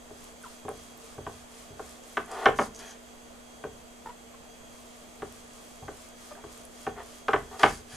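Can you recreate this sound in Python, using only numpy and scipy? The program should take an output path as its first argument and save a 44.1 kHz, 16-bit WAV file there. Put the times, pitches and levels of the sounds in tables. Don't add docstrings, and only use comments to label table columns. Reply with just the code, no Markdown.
import sys
import numpy as np
from scipy import signal
from scipy.fft import rfft, irfft
from scipy.io import wavfile
from scipy.ndimage import uniform_filter1d

SR = 44100
rng = np.random.default_rng(int(sys.argv[2]) if len(sys.argv) > 2 else 0)


def master(y):
    cut = np.clip(np.atleast_2d(y).T, -1, 1)
    pcm = np.round(cut * 32767)
    wavfile.write(sys.argv[1], SR, pcm.astype(np.int16))


def to_linear_factor(level_db):
    exponent = np.asarray(level_db, float) / 20
    return 10 ** exponent


N = 351036

# frequency in Hz, correlation.
LIKENESS = [(40, 0.42), (120, 0.033), (400, 0.057), (2000, 0.27), (6000, 0.12), (10000, 0.31), (15000, 1)]


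def evened(x):
    return x / np.sqrt(np.mean(x ** 2) + 1e-20)


def peaked(x):
    return x / (abs(x).max() + 1e-20)


def smoothed(x, size):
    return uniform_filter1d(uniform_filter1d(x, size), size)


def read(points, hz):
    f, value = np.transpose(points)
    return np.interp(np.log(hz + 1), np.log(f + 1), value)


def add(mix, s, sound):
    part = mix[..., round(s * SR):][..., :sound.shape[-1]]
    part += sound[..., :part.shape[-1]]


def resonate(x, hz, width):
    return signal.lfilter(*signal.iirpeak(hz, hz / width, SR), x)


def ring(modes, shake_db, swell_cycles):
    hz, db, t60 = np.transpose(modes)[..., None]
    t = np.arange(0, min(t60.max(), 1 / 3), 1 / SR)
    swell = (1 - np.exp(-t * hz / swell_cycles)) ** 2
    level = to_linear_factor(db + shake_db[:, None] - 60 * t / t60)
    return (level * swell * np.sin(2 * np.pi * hz * t)).sum(0)


def noise(colour_db, likeness, patchy_db, lead=0):
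    a, b, c, d, patches = rng.standard_normal((N // 256 + 5, 513, 5)).T
    patches = evened(uniform_filter1d(uniform_filter1d(patches, 10, 0), 10, 1))
    same = np.clip(likeness, -1, 1)[:, None]
    left = a + 1j * b
    right = same * left * np.exp(1j * lead) + np.sqrt(1 - same ** 2) * (c + 1j * d)
    z = np.array([left, right]) * to_linear_factor(colour_db[:, None] + patchy_db * patches)
    return evened(signal.istft(z, nperseg=1024, noverlap=768)[1][:, :N])


def grit(count, per_s, spread_db):
    size = to_linear_factor(spread_db * np.minimum(rng.exponential(1, count), 5))
    return evened(size * rng.standard_normal(count) * (rng.random(count) < per_s / SR))


def gesture(rise, fall, bulge):
    t = np.arange(0, rise + fall, 1 / SR)
    speed = np.clip(np.minimum(t / rise, (rise + fall - t) / fall), 0, 1)
    return np.sin(np.pi / 2 * speed) ** bulge


def fridge():
    # frequency in Hz, density in dB per Hz.
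    air_colour = [(20, -1), (40, -9), (62, -7.5), (142, -15), (200, -8.5), (300, -9.5), (660, -7.5),
                  (873, -11.5), (1610, -16.5), (3250, -21), (5680, -26.5), (7310, -20), (14300, -37.5),
                  (16000, -34)]
    # frequency in Hz, rms level in dB.
    hum_lines = [(60, -69), (120, -98), (180, -82), (240, -57.5), (360, -93), (3294, -68.5), (4665, -76.5),
                 (6045, -75.5), (6390, -72.5), (6490, -75), (6620, -81.5)]
    # frequency in Hz, width in Hz, rms level in dB.
    whine_bands = [(453.3, 28, -63.5), (655, 114, -63), (3220, 30, -75), (6310, 92, -73), (7320, 100, -74),
                   (7800, 110, -93)]
    # frequency in Hz, left minus right in dB.
    sides = [(60, -1.5), (240, -1.5), (950, -1), (3770, -1.0), (15000, -2.0)]
    hz, t = np.fft.rfftfreq(1024, 1 / SR), np.arange(N) / SR
    lead = 4 * np.pi * np.minimum(hz / 6300, 1)[:, None]
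    air = to_linear_factor(-51) * noise(read(air_colour, hz), read(LIKENESS, hz), patchy_db=0.8, lead=lead)

    waver = evened(smoothed(rng.standard_normal(N), 3000))
    hum = np.zeros(N)
    for f, db in hum_lines:
        level = to_linear_factor(db + 2.23 * waver * (f > 1000))
        hum += level * np.sqrt(2) * np.sin(2 * np.pi * (f * t + rng.random()))

    drive = rng.standard_normal((2, N))
    drive[1] = np.cos(.8) * drive[0] + np.sin(.8) * drive[1]
    whine = sum(to_linear_factor(db) * evened(resonate(resonate(drive, f, w), f, w)) for f, w, db in whine_bands)

    lean_db = read(sides, np.fft.rfftfreq(N, 1 / SR)) * np.array([[.5], [-.5]])
    return irfft(rfft(air + whine + hum) * to_linear_factor(lean_db), N)


def saw():
    # frequency in Hz, density in dB per Hz.
    hiss_colour = [(710, -28), (1200, 7), (1290, -3.5), (2830, -5), (3320, -4.5), (4260, -5), (6440, -3.5),
                   (9510, -6), (14700, -26), (16000, -36)]
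    # start in seconds, rise in seconds, fall in seconds, peak in dB.
    strokes = [(0.08, 0.18, 0.1, -59.5), (0.36, .15, 0.12, -58.5), (0.65, .16, 0.16, -59.5),
               (0.92, 0.16, .14, -58.5), (1.2, 0.15, .13, -59.5), (1.46, 0.14, .14, -57.5),
               (1.73, 0.15, 0.17, -58), (1.98, 0.13, 0.19, -59), (2.24, 0.22, 0.079, -55.5),
               (2.53, .1, 0.071, -51.5), (2.74, 0.054, 0.2, -59), (4.66, 0.11, 0.67, -63.5),
               (5.15, 0.23, 0.11, -60.5), (5.44, 0.13, 0.48, -61), (5.84, 0.19, 0.11, -58.5),
               (6.12, .14, .14, -57.5), (6.4, 0.18, 0.11, -58), (6.68, 0.14, .12, -57.5),
               (6.94, 0.2, 0.12, -58), (7.25, .09, 0.18, -59.5), (7.42, 0.16, .1, -59),
               (7.56, 0.091, 0.19, -49.5), (7.84, 0.15, .1, -56.5)]
    hz = np.fft.rfftfreq(1024, 1 / SR)
    hiss = noise(read(hiss_colour, hz), read(LIKENESS, hz) + 0.12, patchy_db=.6)
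    crackle = resonate(resonate(grit(N, 900, 2.8), 8200, 7000), 8200, 9000)
    power = np.full(N, to_linear_factor(-69) ** 2)
    for start, rise, fall, db in strokes:
        add(power, start, (to_linear_factor(db) * gesture(rise, fall, bulge=1.21)) ** 2)
    return to_linear_factor(4.5) * np.sqrt(power) * (hiss + 0.4 * evened(crackle))


def knocks():
    # time in seconds, middle modes in dB, low bending in dB, upper modes in dB,
    # counter thump in dB.
    blows = [(0.105, -38, -40, -54, -54), (0.65, -32, -36, -50, -45), (0.682, -21, -33, -35, -56),
             (1.181, -31, -31, -48.5, -40.5), (1.266, -23, -32, -35.5, -46.5),
             (1.704, -66, -36.5, -62, -46.5), (1.794, -24, -32.5, -39, -49), (2.171, -22, -28, -20.5, -50),
             (2.458, -8.5, -28.5, -17, -44.5), (2.588, -13, -29, -24, -44), (3.639, -25.5, -31.5, -37, -47),
             (4.615, -53, -53, -58, -57), (5.221, -25.5, -32.5, -35.5, -47.5), (5.825, -33, -51, -65, -42),
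             (5.882, -26.5, -34.5, -37.5, -58), (6.439, -31.5, -39, -44, -52),
             (6.867, -23, -28.5, -31.5, -43), (7.283, -21, -29, -21.5, -49),
             (7.333, -15.5, -26.5, -22, -40), (7.516, -57, -38, -50.5, -57),
             (7.633, -10.5, -23.5, -13, -37.5), (7.934, -63, -57, -47, -45.5)]
    # frequency in Hz, level in dB, t60 in seconds.
    board_modes = [(214, 1.5, 0.11), (277, -2, 0.079), (415, 9, 0.16), (442.6, 7.5, 0.14),
                   (480, -37, 0.046), (582, -6, 0.17), (713, -4.5, 0.06), (754, -3.5, 0.042),
                   (798.4, 9.5, 0.1), (810, -22, 0.017), (935, 7.5, 0.03), (1033, 9.5, 0.068),
                   (1240, -12, 0.0077), (1086, 2.5, 0.08), (1303, 6.5, 0.099), (1410, 4.5, 0.11),
                   (1356, 5.5, 0.056), (1526, 15.5, 0.047), (1772, 7, 0.053), (1814, -1, 0.052),
                   (1910, 13, 0.014), (2140, 5, 0.033), (1990, 0, 0.036), (2410, 0, 0.038),
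                   (2570, -2.5, 0.034), (2670, -11.5, 0.009), (2800, -15, 0.02), (3035, -1, 0.03),
                   (3330, -23, 0.011), (4320, -7, 0.0082)]
    # frequency in Hz, level in dB, t60 in seconds.
    counter_modes = [(39, -9.5, 0.51), (64.2, -6.5, 0.46), (93, 3, 0.19), (120.7, 7.5, 0.083)]
    # delay in ms, factor.
    slap_backs = [(4.6, 0.51), (7.0, -1.31), (10.0, -0.79), (13, 0.28), (17.5, 0.17), (23, -0.11),
                  (30, -0.47)]
    out, hz = np.zeros(N), np.transpose(board_modes)[0]
    delay_ms, factor = np.transpose(slap_backs)
    held = np.array(board_modes)
    held[:, 2] *= np.interp(hz, (500, 600), (.6, .45))
    luck = rng.standard_normal((len(blows), len(hz) + 2 * len(delay_ms)))

    rattle, rattle_s = .5, .012
    chatter = evened(smoothed(rng.standard_normal((len(blows), SR // 2)), 60))
    chatter = 1 + rattle * chatter * (1 - np.exp(-np.arange(SR // 2) / (rattle_s * SR)))

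    for (s, mid_db, low_db, upper_db, thump_db), row, loose in zip(blows, luck, chatter):
        place, late, strong = np.split(row, (len(hz), len(hz) + len(delay_ms)))
        slaps = np.zeros(SR // 20)
        at = (delay_ms * (1 + .015 * late) * SR / 1000).astype(int)
        slaps[at] = factor * (1 + .12 * strong)
        soft = held * (1, 1, np.interp(mid_db, (-28, -14), (.65, 1.0)))
        fading = np.exp(-np.arange(len(slaps)) / SR * np.interp(mid_db, (-28, -14), (40, 1)))

        bright_db = 1.14 * upper_db + 1
        blow = [(420, low_db - 4.5), (730, mid_db - 6.5), (1350, upper_db - 13.0), (2900, bright_db - 3.5)]
        blow_db = read(blow, hz) + 2.7 * place
        edge_db = blow_db + read([(400, -8), (750, -4), (1200, 5.5), (3000, 6)], hz)
        edge = ring(soft, edge_db, swell_cycles=1.0)
        edge = edge * loose[:len(edge)]
        add(out, s - .0006, edge)
        add(out, s + 0.001682, -.6 * edge)

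        slap = ring(soft, blow_db + read([(1200, 0.0), (3000, -1.0)], hz), swell_cycles=0.82)
        slap = signal.fftconvolve(slap, slaps * fading)
        slap_db = np.interp(mid_db, (-24, -14), (-3, 2.5))
        add(out, s - .0018, to_linear_factor(slap_db) * slap * loose[:len(slap)])

        thump = peaked(ring(counter_modes, 0.84 * place[:4], swell_cycles=0.35))
        add(out, s, to_linear_factor(thump_db + 2.5) * thump)
    return out


def ticks():
    # time in seconds, peak in dB, centre in Hz.
    cracks = [(0.4277, -43, 9600), (0.69, -38, 9500), (0.974, -48, 13500), (1.9084, -43, 8250),
              (2.0368, -45, 7000), (2.171, -42, 4710), (2.2597, -46, 9800), (2.3156, -36, 7360),
              (2.4574, -28.5, 5240), (2.5596, -49, 7030), (2.7475, -38, 5760), (2.7616, -37, 6300),
              (2.7914, -34.5, 6760), (2.9085, -41, 6320), (5.4783, -47, 7770), (5.5333, -46, 7200),
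              (6.6517, -39.5, 9700), (7.2838, -38, 5000), (7.334, -38, 5590), (7.5946, -34, 5200),
              (7.633, -20.5, 5040)]
    out, t = np.zeros(N), np.arange(400) / SR
    for s, db, hz in cracks:
        burst = rng.standard_normal(400) * np.exp(-t / 0.0021)
        add(out, s, to_linear_factor(db + 3) * peaked(resonate(resonate(burst, hz, 2500), hz, 4000)))
    return out


def squeaks():
    # time in seconds, length in seconds, start pitch in Hz, end pitch in Hz, peak in dB.
    slips = [
        (0.434, 0.019, 1694, 1140, -44),
        (0.451, 0.024, 1097, 890, -45.5),
        (4.054, 0.029, 461, 438, -48),
        (4.083, 0.03, 480, 480, -50),
        (4.303, 0.03, 648, 630, -57),
        (4.337, .016, 1100, 1050, -49.5),
        (6.301, 0.037, 611, 586, -43.5),
        (6.35, .008, 1640, 1580, -47.5),
        (6.366, 0.042, 680, 660, -53),
    ]
    # pitch in Hz, second harmonic in dB.
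    overtone = [(470, 9.5), (630, -7.5), (1100, -33), (1650, -24)]
    out = np.zeros(N)
    for s, length, start_hz, end_hz, db in slips:
        u = np.linspace(0, 1, round(length * SR))
        rough = evened(uniform_filter1d(rng.standard_normal(2000), 60))[:len(u)]
        pitch = start_hz * (end_hz / start_hz) ** u * (1 + .015 * rough)
        turn = 2 * np.pi * np.cumsum(pitch) / SR
        harmonics = np.sin(2 * turn) + 0.18 * np.sin(3 * turn) + 0.12 * np.sin(4 * turn)
        tone = np.sin(turn) + to_linear_factor(read(overtone, start_hz)) * harmonics
        add(out, s, to_linear_factor(db) * tone * (1 + 0.64 * rough) * signal.windows.tukey(len(u), .6))
    return out


def drags():
    # start in seconds, rise in seconds, fall in seconds, board in dB, blade in dB.
    scrapes = [
        (2.265, 0.18, 0.021, -35.5, -49.5),
        (2.785, 0.013, 0.18, -52.5, -51.5),
        (6.36, 0.018, 0.047, -51, -75),
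        (6.956, 0.034, 0.042, -41, -55),
        (7.508, .012, 0.083, -45.5, -62),
        (7.591, .008, .07, -35, -42.5),
        (7.88, 0.084, 0.035, -55, -51.5),
    ]
    # frequency in Hz, width in Hz, level in dB.
    board_bands = [(425, 70, -5), (740, 110, 0), (880, 90, -6), (1140, 130, -4), (1480, 120, -9),
                   (1750, 250, -11)]
    # frequency in Hz, width in Hz, level in dB.
    blade_bands = [(1640, 450, 1.5), (2330, 350, -2), (3220, 370, 0), (3950, 500, -8)]
    out = np.zeros(N)
    for start, rise, fall, board_db, blade_db in scrapes:
        slips = grit(SR // 4, 12000, 1.5)
        board = sum(to_linear_factor(db) * evened(resonate(resonate(slips, f, w), f, 2 * w)) for f, w, db in board_bands)
        blade = sum(to_linear_factor(db) * resonate(resonate(slips, f, w), f, w) for f, w, db in blade_bands)
        rub = to_linear_factor(board_db) * evened(board) + to_linear_factor(blade_db) * evened(blade)
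        push = gesture(rise, fall, bulge=0.72)[:SR // 4]
        add(out, start, push * rub[-len(push):])
    return out


def sweeps():
    # start in seconds, rise in seconds, fall in seconds, steel in dB, tip ring in dB.
    strokes = [
        (2.307, 0.0092, 0.069, -49, -59),
        (2.359, 0.13, 0.02, -58, -67),
        (2.55, 0.048, 0.093, -45, -51),
        (2.734, 0.026, 0.014, -54, -54),
        (2.787, 0.014, 0.019, -45, -53),
        (2.8, .11, 0.032, -52, -52),
        (7.59, 0.012, 0.22, -40, -50),
        (7.88, .08, 0.034, -43.5, -55),
    ]
    # frequency in Hz, width in Hz, level in dB.
    steel_bands = [(4750, 160, 3), (5300, 300, -2), (7150, 300, -1), (8500, 900, -6), (9900, 700, -5)]
    out = np.zeros(N)
    for start, rise, fall, steel_db, tip_db in strokes:
        slips = grit(SR // 3, 3000, 1.0)
        steel = sum(to_linear_factor(db) * resonate(resonate(slips, f, w), f, 2.2 * w) for f, w, db in steel_bands)
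        tip = resonate(resonate(slips, 6500, 250), 5860, 500)
        swish = to_linear_factor(steel_db - 6.5) * evened(steel) + to_linear_factor(tip_db) * evened(tip)
        push = gesture(rise, fall, bulge=1)[:SR // 3]
        add(out, start, push * swish[-len(push):])
    return out


def kitchen(x):
    # frequency in Hz, t60 in seconds.
    decay = [(100, 0.61), (500, 0.15), (2000, 0.24), (8000, 0.17)]
    taps = np.zeros((2, SR // 2))
    at = np.arange(400, SR // 2 - 20, 20) + rng.integers(0, 20, (2, (SR // 2 - 401) // 20))
    np.put_along_axis(taps, at, rng.choice([-1., 1.], at.shape), 1)
    taps[1] = np.cos(.9) * taps[0] + np.sin(.9) * taps[1]
    hz, t, z = signal.stft(taps, SR, nperseg=256)
    z[1, hz < 200] = z[0, hz < 200]
    fade_db = -60 * t / read(decay, hz)[:, None]
    tail = signal.istft(z * to_linear_factor(fade_db), SR, nperseg=256)[1]
    return signal.fftconvolve(x[None], tail / np.linalg.norm(tail[0]), axes=1)[:, :N]


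def scene():
    board = knocks() + ticks() + drags() + sweeps() + squeaks()
    return board * to_linear_factor([[.2], [-.2]]) + to_linear_factor(-8) * kitchen(board) + saw() + fridge()


def top_cut(x):
    return signal.sosfilt(signal.butter(12, 16470, fs=SR, output="sos"), x)


def record(dry):
    low_pass = signal.firwin(767, 15200, window=("kaiser", 8), fs=SR)
    limited = signal.oaconvolve(np.clip(dry, -1, 1), low_pass[None], "same")
    return top_cut(limited)


dry = scene()
out = record(dry)
master(out)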